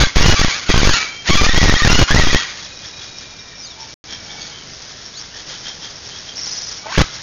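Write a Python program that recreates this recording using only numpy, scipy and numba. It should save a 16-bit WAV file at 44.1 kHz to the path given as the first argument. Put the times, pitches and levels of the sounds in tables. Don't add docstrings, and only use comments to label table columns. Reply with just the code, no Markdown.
import sys
import numpy as np
from scipy import signal
from scipy.fft import rfft, irfft, next_fast_len
from scipy.io import wavfile
from scipy.ndimage import uniform_filter1d, map_coordinates
from numba import njit

SR = 44100
rng = np.random.default_rng(int(sys.argv[2]) if len(sys.argv) > 2 else 0)


def int16_out(signal):
    q = np.round(np.clip(np.atleast_2d(signal).T, -1, 1) * 32767)
    wavfile.write(sys.argv[1], SR, q.astype(np.int16))


def attenuation_scalar(level_db):
    decades = np.asarray(level_db, float) / 20
    return 10 ** decades


N = 318565

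# frequency in Hz, level in dB per Hz.
HUSH_COLOUR = [(15, -33), (25, -5.5), (130, 0), (223, -6), (690, -9), (1210, -12.5), (1360, -8.5),
               (1700, -10.5), (1900, -10), (2550, -11), (4290, -6.5), (5500, -2), (7150, -34),
               (12100, -120)]
# middle of the chirp in seconds (less 0.012), peak level in dB.
CRICKET_CHIRPS = [(2.6349, -30), (2.7496, -34), (2.8599, -31), (2.9564, -35), (3.035, -33), (3.1779, -31.5),
                  (3.3804, -33.5), (3.4883, -38), (3.5816, -30.5), (3.7062, -33), (3.8051, -29),
                  (3.923, -31.5), (4.125, -27.5), (4.2327, -32.5), (4.3101, -32.5), (4.7437, -35),
                  (5.0567, -31), (5.2054, -30.5), (5.3457, -30), (5.4826, -28), (5.5871, -34.5),
                  (5.6778, -28.5), (5.8234, -30), (5.9574, -30.5), (6.0681, -24.5), (6.1667, -30),
                  (6.2782, -32.5), (6.9206, -29.5), (7.1359, -24)]
# frequency in Hz, time to fall 60 dB in seconds.
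YARD_DECAY = [(500, .5), (2000, 0.65), (6000, 0.28)]

# start in seconds, hold in seconds, level in dB.
FAR_SQUAWKS = [(2.499, 0.18, -37), (2.831, 0.031, -34.5), (3.016, 0.032, -33.5), (3.208, 0.0086, -36.5),
               (3.82, 0.098, -41.5), (4.115, .02, -34.5), (4.32, 0.23, -41), (4.701, 0.53, -41),
               (5.19, .04, -34.5), (5.37, .03, -34), (5.5, 0.041, -29), (5.665, 0.018, -29.5),
               (5.84, 0.028, -32.5), (6.06, 0.27, -37.5), (6.4, 0.37, -34.5), (6.9, .05, -35),
               (7.04, .18, -35.5)]
# resonance in Hz, width in Hz, level in dB.
FAR_THROAT = [(1802, 600, -6.5), (3300, 450, -1), (5000, 1400, -0.5)]
# start in seconds, length in seconds, from Hz, to Hz, peak level in dB.
SQUEAKS = [(2.6, .09, 3300, 3400, -47), (2.82, .07, 3200, 3453, -41.5), (2.999, .06, 3450, 3450, -43.5),
           (3.4, .25, 1890, 1865, -51), (3.76, .11, 900, 895, -45.5), (4.08, .12, 3220, 3283, -39.5),
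           (4.08, .12, 1600, 1900, -46.5), (4.263, .25, 830, 836, -49), (4.28, .09, 3220, 3345, -38.5),
           (4.38, .14, 4520, 4470, -43), (4.39, .09, 3290, 3420, -40), (4.497, .14, 3200, 3132, -42.5),
           (5.308, .11, 2757, 3240, -40.5), (5.33, .09, 1800, 1750, -44), (5.489, .09, 3300, 3128, -42),
           (5.629, .11, 3170, 3287, -37.5), (5.81, .08, 3100, 3291, -40.5), (6.11, .1, 3230, 3290, -42),
           (6.27, .08, 3224, 3282, -43.5), (7.05, .07, 4060, 3900, -40.5), (7.101, .04, 3300, 3258, -43.5),
           (7.18, 0.037, 1594, 1800, -40)]
# start in seconds, length in seconds, from Hz, to Hz, peak level in dB.
WHISTLES = [
    (1.08, 0.23, 3166, 3250, -40.5),
    (2.55, 1.18, 3947, 3750, -46),
    (2.5, 1.51, 2548, 2320, -49),
    (4.05, .6, 2327, 2255, -48.5),
    (4.66, .36, 4980, 5000, -47),
    (5.7, 0.37, 4970, 4943, -46),
    (6.771, .12, 2253, 2320, -46.5),
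]
# time in seconds, pitch in Hz, level in dB.
SWOOPS = [
    [(3.575, 5500, -44), (3.62, 5250, -35.5), (3.65, 4816, -33), (3.69, 3815, -40.5), (3.75, 3300, -43)],
    [(5.135, 3300, -43), (5.165, 4120, -33.5), (5.195, 4850, -33.5), (5.22, 5500, -42.5)],
]
SWOOP_FLUTTER = (.014, .022)
# time in seconds, level in dB, held pitch in Hz.
TRILL = [
    (6.355, -33.5, 5500),
    (6.43, -26, 5480),
    (6.48, -28.5, 5234),
    (6.6, -30, 5176),
    (6.7, -31.5, 5217),
    (6.83, -41, 5360),
]
# time in seconds, peak level in dB.
BEAK_TICKS = [
    (4.1267, -25),
    (6.3802, -25),
    (6.4691, -19.5),
]

# start in seconds, hold in seconds, level in dB, attack in seconds,
# release in seconds.
SCREECHES = [
    (0.0, 0.019, -13, .01, 0.1),
    (.158, 0.35, -16.5, .012, 0.21),
    (.694, 0.28, -15, .045, 0.15),
    (1.285, 0.023, -11, .03, 0.044),
    (1.31, .72, -17, .03, 0.037),
    (2.08, 0.3, -17, 0.012, .22),
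    (7.005, 0.0093, -17.5, .14, 0.032),
]
# resonance in Hz, width in Hz, level in dB.
NEAR_THROAT = [(1250, 860, -6), (1986, 700, -0.5), (3300, 900, -2.5), (4470, 900, -1), (5500, 1200, -6)]
# start in seconds, length in seconds, strongest line from Hz, to Hz,
# peak level in dB.
DEEP_NOTES = [
    (.355, 0.076, 2335, 2284, -23),
    (1.304, 0.05, 2166, 2306, -20.5),
    (1.371, .04, 2350, 2375, -18),
    (1.428, 0.038, 2364, 2428, -18.5),
]
# start in seconds, length in seconds, from Hz, to Hz, peak dB.
SHRILL_NOTES = [(0, 0.069, 1581, 1602, -25), (0.414, 0.041, 1914, 1814, -22),
                (0.698, 0.03, 1866, 2100, -21.5), (0.736, 0.036, 1526, 1578, -24.5),
                (.75, 0.048, 1084, 1097, -26), (0.794, 0.084, 2330, 2240, -25),
                (0.949, 0.032, 2562, 2510, -28), (0.991, 0.039, 1854, 1890, -28),
                (1.472, 0.042, 1711, 2000, -19), (1.514, 0.026, 1947, 1795, -20.5),
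                (1.543, 0.042, 1750, 2110, -18.5), (1.587, 0.055, 1939, 1904, -18.5),
                (1.66, 0.038, 1910, 1823, -20), (1.695, 0.039, 1803, 1890, -20.5),
                (1.757, .028, 1870, 1872, -18), (1.788, 0.026, 1801, 1817, -22),
                (1.821, 0.028, 1783, 1851, -17), (1.797, 0.038, 1174, 1225, -23.5),
                (1.845, 0.034, 1750, 1698, -22.5), (2.08, 0.062, 1385, 1870, -19.5),
                (2.077, 0.028, 998, 1202, -23.5), (2.157, 0.027, 1733, 2173, -19),
                (2.198, 0.049, 2003, 1774, -19.5), (2.253, 0.027, 1876, 1952, -24),
                (2.29, 0.033, 1850, 1960, -21), (7.018, 0.025, 1315, 1288, -28.5)]
# start in seconds, length in seconds, from Hz, to Hz, peak dB.
FADING_NOTES = [
    (0, 0.17, 2104, 2132, -28.5),
    (0.491, .16, 2318, 2266, -27.5),
    (0.951, .3, 2264, 2303, -25.5),
    (2.33, .18, 1867, 1909, -25),
]
# start in seconds, length in seconds, from Hz, to Hz, peak dB.
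UPPER_NOTES = [(0, 0.09, 3302, 3380, -27), (0, 0.061, 4122, 3975, -21.5), (0.351, 0.037, 4510, 4846, -25.5),
               (0.384, 0.038, 4490, 4800, -21), (.39, 0.028, 4220, 4340, -24),
               (0.449, .02, 3300, 3384, -26), (0.683, 0.08, 3258, 3316, -25),
               (0.803, 0.041, 3633, 3750, -25.5), (0.858, 0.059, 4530, 4570, -26),
               (1.311, 0.041, 3056, 3440, -23), (1.347, 0.035, 3350, 3363, -20.5),
               (1.336, 0.069, 4114, 4160, -26.5), (1.474, 0.06, 3447, 3564, -25.5),
               (1.564, 0.035, 3266, 3290, -26), (1.74, 0.032, 3147, 3264, -22.5),
               (1.775, .03, 4100, 4160, -25), (2.094, .045, 3242, 3574, -25),
               (2.242, 0.078, 3297, 3244, -24), (2.32, 0.13, 3240, 3255, -27.5)]
# time in seconds, strongest line in Hz, level in dB.
ARCHES = [
    [(0.19, 2443, -32), (0.225, 2743, -26), (0.27, 2915, -21), (0.36, 2920, -27.5)],
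    [(1.86, 2324, -36), (1.896, 2760, -24), (1.972, 2953, -23), (2.03, 2872, -27), (2.075, 2820, -33)],
]
# time in seconds, pitch in Hz, level in dB.
GROWL = [
    (6.83, 598.3, -48),
    (6.87, 637.3, -38.5),
    (6.91, 713, -35),
    (6.925, 1024, -29),
    (6.96, 1250, -28.5),
    (7.0, 1311, -28.5),
    (7.02, 1288, -38.5),
]
# multiple of the line or pitch, level in dB.
DEEP_TONES = [(.5, -2.5), (1, -1), (1.5, -6), (2, -8), (2.5, -5.5)]
SHRILL_TONES = [(1, 0), (2, -10), (3, -8)]
ARCH_TONES = [(.5, -9.5), (1, -1), (1.5, -8.5), (2, -4.5)]
GROWL_TONES = [(1, 1.5), (1.4, -1.5), (2, -3.5), (2.4, -5.5), (3, -8), (4, -8)]

# peak at this share of the length, dB under the peak at the start, dB under it at the end,
# share of the glide done at the peak.
DEEP_SWELL = (.45, 2.9, 4.8, .7)
SHRILL_SWELL = (.5, 10, 8.7, .5)
FADING_SWELL = (.2, 4, 25, .5)
SQUEAK_SWELL = (.4, 7, 8, .6)
WHISTLE_SWELL = (.5, 1.8, 4, .55)

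# time in seconds, baseline
SLIPS = [(0.0, -0.22), (0.0066, -0.21), (0.0104, 0.22), (0.0152, -0.33), (0.0227, -0.16),
         (0.0272, 0.24), (0.0343, 0.29), (0.0371, -0.21), (0.1601, -0.24), (0.1616, -0.39),
         (0.1656, -0.35), (0.1691, 0.41), (0.1774, 0.26), (0.1852, 0.33), (0.1996, 0.54),
         (0.2055, 0.37), (0.211, 0.32), (0.2141, 0.44), (0.2276, 0.09), (0.2321, 0.02),
         (0.2344, -0.1), (0.2439, 0.27), (0.2465, 0.25), (0.2571, 0.34), (0.2603, -0.31),
         (0.2635, 0.34), (0.2837, -0.4), (0.2895, -0.2), (0.291, 0.31), (0.2955, -0.15),
         (0.2997, 0.34), (0.3025, 0.42), (0.3126, 0.2), (0.3244, -0.05), (0.3261, 0.04),
         (0.3303, 0.39), (0.3347, 0.19), (0.3395, 0.24), (0.341, 0.4), (0.3947, -0.31),
         (0.4153, 0.18), (0.4457, 0.17), (0.4478, -0.25), (0.6934, 0.37), (0.6981, 0.26),
         (0.7003, 0.51), (0.7019, 0.01), (0.7034, 0.25), (0.7401, -0.37), (0.7438, 0.28),
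         (0.7612, 0.3), (0.7772, -0.51), (0.7787, -0.25), (0.7912, -0.38), (0.8171, -0.14),
         (0.8309, -0.3), (0.8323, 0.28), (0.8524, 0.42), (0.8699, 0.4), (0.8736, -0.36),
         (0.879, -0.19), (0.8926, 0.47), (0.894, 0.0), (0.8971, -0.32), (0.9111, -0.25),
         (1.2897, 0.07), (1.2966, -0.29), (1.3003, 0.06), (1.3017, -0.39), (1.3038, -0.03),
         (1.306, 0.3), (1.3082, -0.27), (1.334, -0.22), (1.3461, -0.34), (1.3555, -0.4),
         (1.3737, -0.18), (1.4126, 0.23), (1.4185, -0.4), (1.4276, -0.28), (1.4374, -0.22),
         (1.439, -0.3), (1.4662, -0.36),
         (1.4944, 0.29), (1.5455, 0.36), (1.5511, 0.34), (1.5629, 0.26), (1.577, -0.42),
                (1.5833, -0.3), (1.616, 0.17), (1.6293, -0.42), (1.6316, 0.26), (1.6396, -0.36),
                (1.645, -0.1), (1.6479, -0.37), (1.6564, -0.02), (1.6587, 0.32), (1.6821, 0.26),
                (1.6873, -0.29), (1.6955, 0.2), (1.697, -0.42), (1.7027, -0.18), (1.7256, -0.4),
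                (1.7402, 0.28), (1.8211, -0.35), (1.8335, -0.14), (1.8487, 0.52), (1.8504, 0.05),
                (1.8518, -0.29), (1.8604, -0.36), (1.8742, 0.42), (1.8786, -0.09), (1.8997, 0.43),
                (1.9044, 0.39), (1.9106, 0.36), (1.9181, -0.07), (1.9284, -0.14), (1.9299, 0.4),
                (1.933, 0.29), (1.9471, 0.3), (1.9548, 0.31), (1.9595, 0.28), (1.9825, 0.36),
                (1.9905, -0.47), (1.9921, 0.44), (1.9996, 0.32), (2.0108, 0.35), (2.014, -0.11),
                (2.0184, 0.3), (2.0229, -0.34), (2.0275, 0.3), (2.0308, 0.5), (2.0345, 0.37), (2.0363, 0.1),
         (2.1072, 0.38), (2.114, 0.25), (2.1212, 0.3), (2.144, -0.47), (2.1457, -0.26), (2.1472, 0.42),
              (2.1488, 0.03), (2.1577, 0.34), (2.1629, -0.29), (2.1834, -0.29), (2.1893, 0.12),
              (2.1943, 0.35), (2.1982, -0.33), (2.212, -0.25), (2.2366, -0.39), (2.2473, -0.33),
              (2.2713, -0.18), (2.2742, -0.39), (2.2889, -0.24), (2.299, -0.13), (2.3306, -0.3),
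              (2.3462, 0.45), (2.3478, -0.42), (6.9763, 0.27), (6.9802, -0.42), (6.9819, 0.31),
              (6.989, 0.19), (6.9917, -0.27), (7.0004, 0.32), (7.0063, -0.0), (7.008, -0.19),
              (7.0105, 0.11), (7.0136, -0.45), (7.0166, 0.34), (7.0201, 0.11)]
# start in seconds, end in seconds.
DROPOUT = (3.9405, 4.0404)
BLOCK_STARTS = (274, 379)
HOLD, BLOCK = 4, 505


def unit(x):
    return x / np.sqrt(np.mean(x ** 2) + 1e-20)


def along(points, hz):
    point_hz, value = np.transpose(points)
    return np.interp(np.log(hz + 1), np.log(point_hz + 1), value)


def wobble(rate, size=N):
    knots = rng.standard_normal(int(size * rate / SR) + 4)
    return map_coordinates(knots, [np.arange(size) * rate / SR])


def filtered(x, response):
    size = next_fast_len(N + SR // 2)
    spectrum = rfft(x, size) * response(np.fft.rfftfreq(size, 1 / SR))
    return irfft(spectrum, size)[:N]


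def resonances(modes):
    def response(f):
        total = 0
        for k, (centre, width, db) in enumerate(modes):
            ring = 1j * f * width / (centre * centre - f * f + 1j * f * width)
            total = total + (-1) ** k * attenuation_scalar(db) * ring
        return total
    return response


def rasp(rate_hz, modes, wander, jitter, breath):
    cycle = np.cumsum(rate_hz * np.exp(wander * wobble(35) + jitter * wobble(600))) / SR
    starts = np.diff(np.floor(cycle), prepend=0) > 0
    pulses = starts * attenuation_scalar(3 * wobble(500))
    air = rng.standard_normal(N) * (1 + np.cos(2 * np.pi * cycle))
    return unit(filtered(unit(pulses) + breath * unit(air), resonances(modes)))


def calls(rows, sag_db=0):
    t = np.arange(N) / SR
    gains = []
    for s, hold, db, attack, release in rows:
        outside = np.maximum(np.maximum((s - t) / attack, (t - s - hold) / release), 0)
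        gains.append(attenuation_scalar(db - 20 * outside - sag_db * np.clip(t - s, 0, hold)))
    return np.max(gains, axis=0)


def swell(row, shape):
    s, length, from_hz, to_hz, db = row
    peak, rise_db, fall_db, done = shape
    peak_s = s + np.clip(peak, .02, .98) * length
    peak_hz = from_hz + done * (to_hz - from_hz)
    return [(s, from_hz, db - rise_db), (peak_s, peak_hz, db), (s + length, to_hz, db - fall_db)]


def note(rows, tones, flutter, rough_db):
    s, hz, db = np.transpose(rows)
    start, stop = int(s[0] * SR), min(int(s[-1] * SR), N)
    t = np.arange(start, stop) / SR
    pitch = np.interp(t, s, hz) * (1 + flutter * wobble(150, size=len(t)))
    phase = 2 * np.pi * np.cumsum(pitch) / SR
    stack = sum(attenuation_scalar(level + rough_db * wobble(90, size=len(t))) * np.sin(k * phase) for k, level in tones)
    out = np.zeros(N)
    out[start:stop] = np.sqrt(2) * attenuation_scalar(np.interp(t, s, db)) * stack * signal.windows.tukey(len(t), .1)
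    return out


def hush():
    def colour(hz):
        return attenuation_scalar(along(HUSH_COLOUR, hz)) * (hz < 5600)
    return attenuation_scalar(-37 + .7 * wobble(2.7)) * unit(filtered(rng.standard_normal(N), colour))


def cricket():
    t = np.arange(N) / SR
    chirps = sum(attenuation_scalar(db) * np.exp(-((t - s - .012) / 0.022) ** 2) for s, db in CRICKET_CHIRPS)
    strokes = rasp(130, [(5480, 200, 0)], wander=.1, jitter=.2, breath=1.6)
    return attenuation_scalar(-6) * (chirps + attenuation_scalar(-46)) * strokes


def yard(x):
    hz, t, z = signal.stft(rng.standard_normal(SR // 2), SR, nperseg=256)
    fade = attenuation_scalar(-60 * t / along(YARD_DECAY, hz)[:, None])
    tail = signal.istft(z * fade, SR, nperseg=256)[1]
    delayed = np.pad(x, (700, 0))
    return signal.fftconvolve(delayed, tail / np.linalg.norm(tail))[:N]


def far_squawks():
    attack_s, release_s, murmur_db = .08, .12, -50
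    gain = calls([(*row, attack_s, release_s) for row in FAR_SQUAWKS]) + attenuation_scalar(murmur_db)
    voice = rasp(1600, FAR_THROAT, wander=.1, jitter=.2, breath=1.5)
    return gain * attenuation_scalar(-1.5 + 1.5 * wobble(40)) * voice


def far_squeaks():
    tones = [(.53, -13), (0.99, 0.5), (1.07, -7)]
    squeaks = np.zeros(N)
    for row in SQUEAKS:
        gain = attenuation_scalar(2.5 if row[2] > 2900 else -1.5)
        squeaks += gain * note(swell(row, SQUEAK_SWELL), tones, flutter=.015, rough_db=4.0)
    stutter = np.sin(2 * np.pi * np.cumsum(75 + 12 * wobble(20)) / SR)
    return squeaks * (1 + .65 * stutter)


def whistles():
    held = sum(note(swell(row, WHISTLE_SWELL), [(0.99, 0.0013)], flutter=.006, rough_db=4.0)
               for row in WHISTLES)
    swoops = sum(note(rows, [(1, 0)], flutter=flutter, rough_db=1.83)
                 for rows, flutter in zip(SWOOPS, SWOOP_FLUTTER))
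    return attenuation_scalar(1.0) * (held + swoops)


def trill():
    s, db, hz = np.transpose(TRILL)
    t = np.arange(N) / SR
    on = np.interp(t, [s[0] - .004, s[0], s[-1], s[-1] + .004], [0, 1, 1, 0])
    share = (19.6 * np.cumsum(on) / SR) % 1
    rise_hz = 1100 * np.maximum(1 - share / 0.29, 0)
    phase = 2 * np.pi * np.cumsum(np.interp(t, s, hz) - rise_hz + 90 * wobble(500)) / SR
    buzz = 1 + 0.66 * np.sin(2 * np.pi * np.cumsum(420 + 90 * wobble(200)) / SR)
    gain = on * attenuation_scalar(np.interp(t, s, db) + 6.0 + 2.1 * wobble(250))
    return gain * np.sin(np.pi * share) ** 0.4 * buzz * np.sin(phase)


def wire():
    out, t = np.zeros(N), np.arange(200) / SR
    for s, db in BEAK_TICKS:
        out[round(s * SR):][:len(t)] += attenuation_scalar(db + 3 - 60 * t / .004) * rng.standard_normal(len(t))
    return out


def near_parrots():
    voices = unit(sum(rasp(hz, NEAR_THROAT, wander=.13, jitter=.045, breath=.4) for hz in (820, 1170)))
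    chaos = calls(SCREECHES, sag_db=1.5) * attenuation_scalar(-1.5 + 2.0 * wobble(60)) * voices
    deep = sum(note(swell(row, DEEP_SWELL), DEEP_TONES, flutter=.008, rough_db=2.0) for row in DEEP_NOTES)
    strong = [swell(row, SHRILL_SWELL) for row in SHRILL_NOTES]
    strong += [swell(row, FADING_SWELL) for row in FADING_NOTES]
    shrill = sum(note(rows, SHRILL_TONES, flutter=0.019, rough_db=2.5) for rows in strong)
    upper = sum(note(swell(row, SHRILL_SWELL), [(1, 0.00027)], flutter=.012, rough_db=3)
                for row in UPPER_NOTES)
    arches = sum(note(rows, ARCH_TONES, flutter=0.016, rough_db=4) for rows in ARCHES)
    growl = attenuation_scalar(4.4 * wobble(700)) * note(GROWL, GROWL_TONES, flutter=.08, rough_db=5.0)
    clear = attenuation_scalar(2.0 + 2.6 * wobble(350)) * (shrill + upper)
    clear = clear + attenuation_scalar(-0.1 + 1.4 * wobble(350)) * deep
    return chaos + clear + attenuation_scalar(3.0) * arches + attenuation_scalar(-3.5) * growl


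def scene():
    birds = far_squawks() + far_squeaks() + whistles() + trill() + wire() + near_parrots()
    return (hush() + cricket() + attenuation_scalar(-15.5) * yard(birds) + birds)[None]


def baseline(size, reach, thrash, spikes, settle_s):
    rail, slam_s = .75, 0.00095
    rate = SR / HOLD
    index = np.arange(size)
    block = (index - np.where(index < DROPOUT[1] * rate, *BLOCK_STARTS)) // BLOCK
    offset, swings, life = np.zeros(size), np.zeros(size + 64), np.arange(64) / rate
    slips = SLIPS
    bursts = rng.standard_normal((len(slips), len(life)))
    for (s, level), burst in zip(slips, bursts):
        at = round(s * rate)
        jump = abs(level - offset[max(at - 1, 0)])
        offset[at:][block[at:] <= block[at + 9]] = level
        slam = (np.sign(level) * rail - level) * min(abs(level) / .2, 1) * np.exp(-life / slam_s)
        swing = thrash * uniform_filter1d(burst, size=4) + spikes * burst
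        swings[at:at + len(life)] += slam + jump * swing * np.exp(-life / settle_s)
    return reach * offset + swings[:size]


@njit
def four_bit(x, top, grow):
    out, held, step = np.empty_like(x), 0., 1e-3
    for n in range(len(x)):
        code = min(int(4 * abs(x[n] - held) / step), 7)
        held = min(max(held + np.sign(x[n] - held) * (code + .5) * step / 4, -top), top)
        step = min(max(step * grow ** (2 * code - 6 if code > 3 else -1), 2e-4), top)
        out[n] = held
    return out


def band_limit(x):
    return signal.sosfilt(signal.butter(12, 15830, fs=SR, output="sos"), x)


def record(dry):
    slow = dry[0, ::HOLD]
    slips = baseline(len(slow), reach=1.06, thrash=0.34, spikes=0.9, settle_s=0.0014)
    stored = four_bit(slow + slips, 0.73, 1.1)
    held = np.repeat(stored, HOLD)[:N]
    smooth = filtered(held, lambda hz: attenuation_scalar(np.interp(hz, [6850, 7000, 7350], [0, -10, -70])))
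    out = np.clip(smooth, -.708, .708) - .0007
    t = np.arange(N) / SR
    out = out + attenuation_scalar(-32.5) * np.exp(-abs(t - DROPOUT[1]) / 0.00026)
    out[round(DROPOUT[0] * SR):round(DROPOUT[1] * SR)] = 0
    return band_limit(out[None])


dry = scene()
out = record(dry)
int16_out(out)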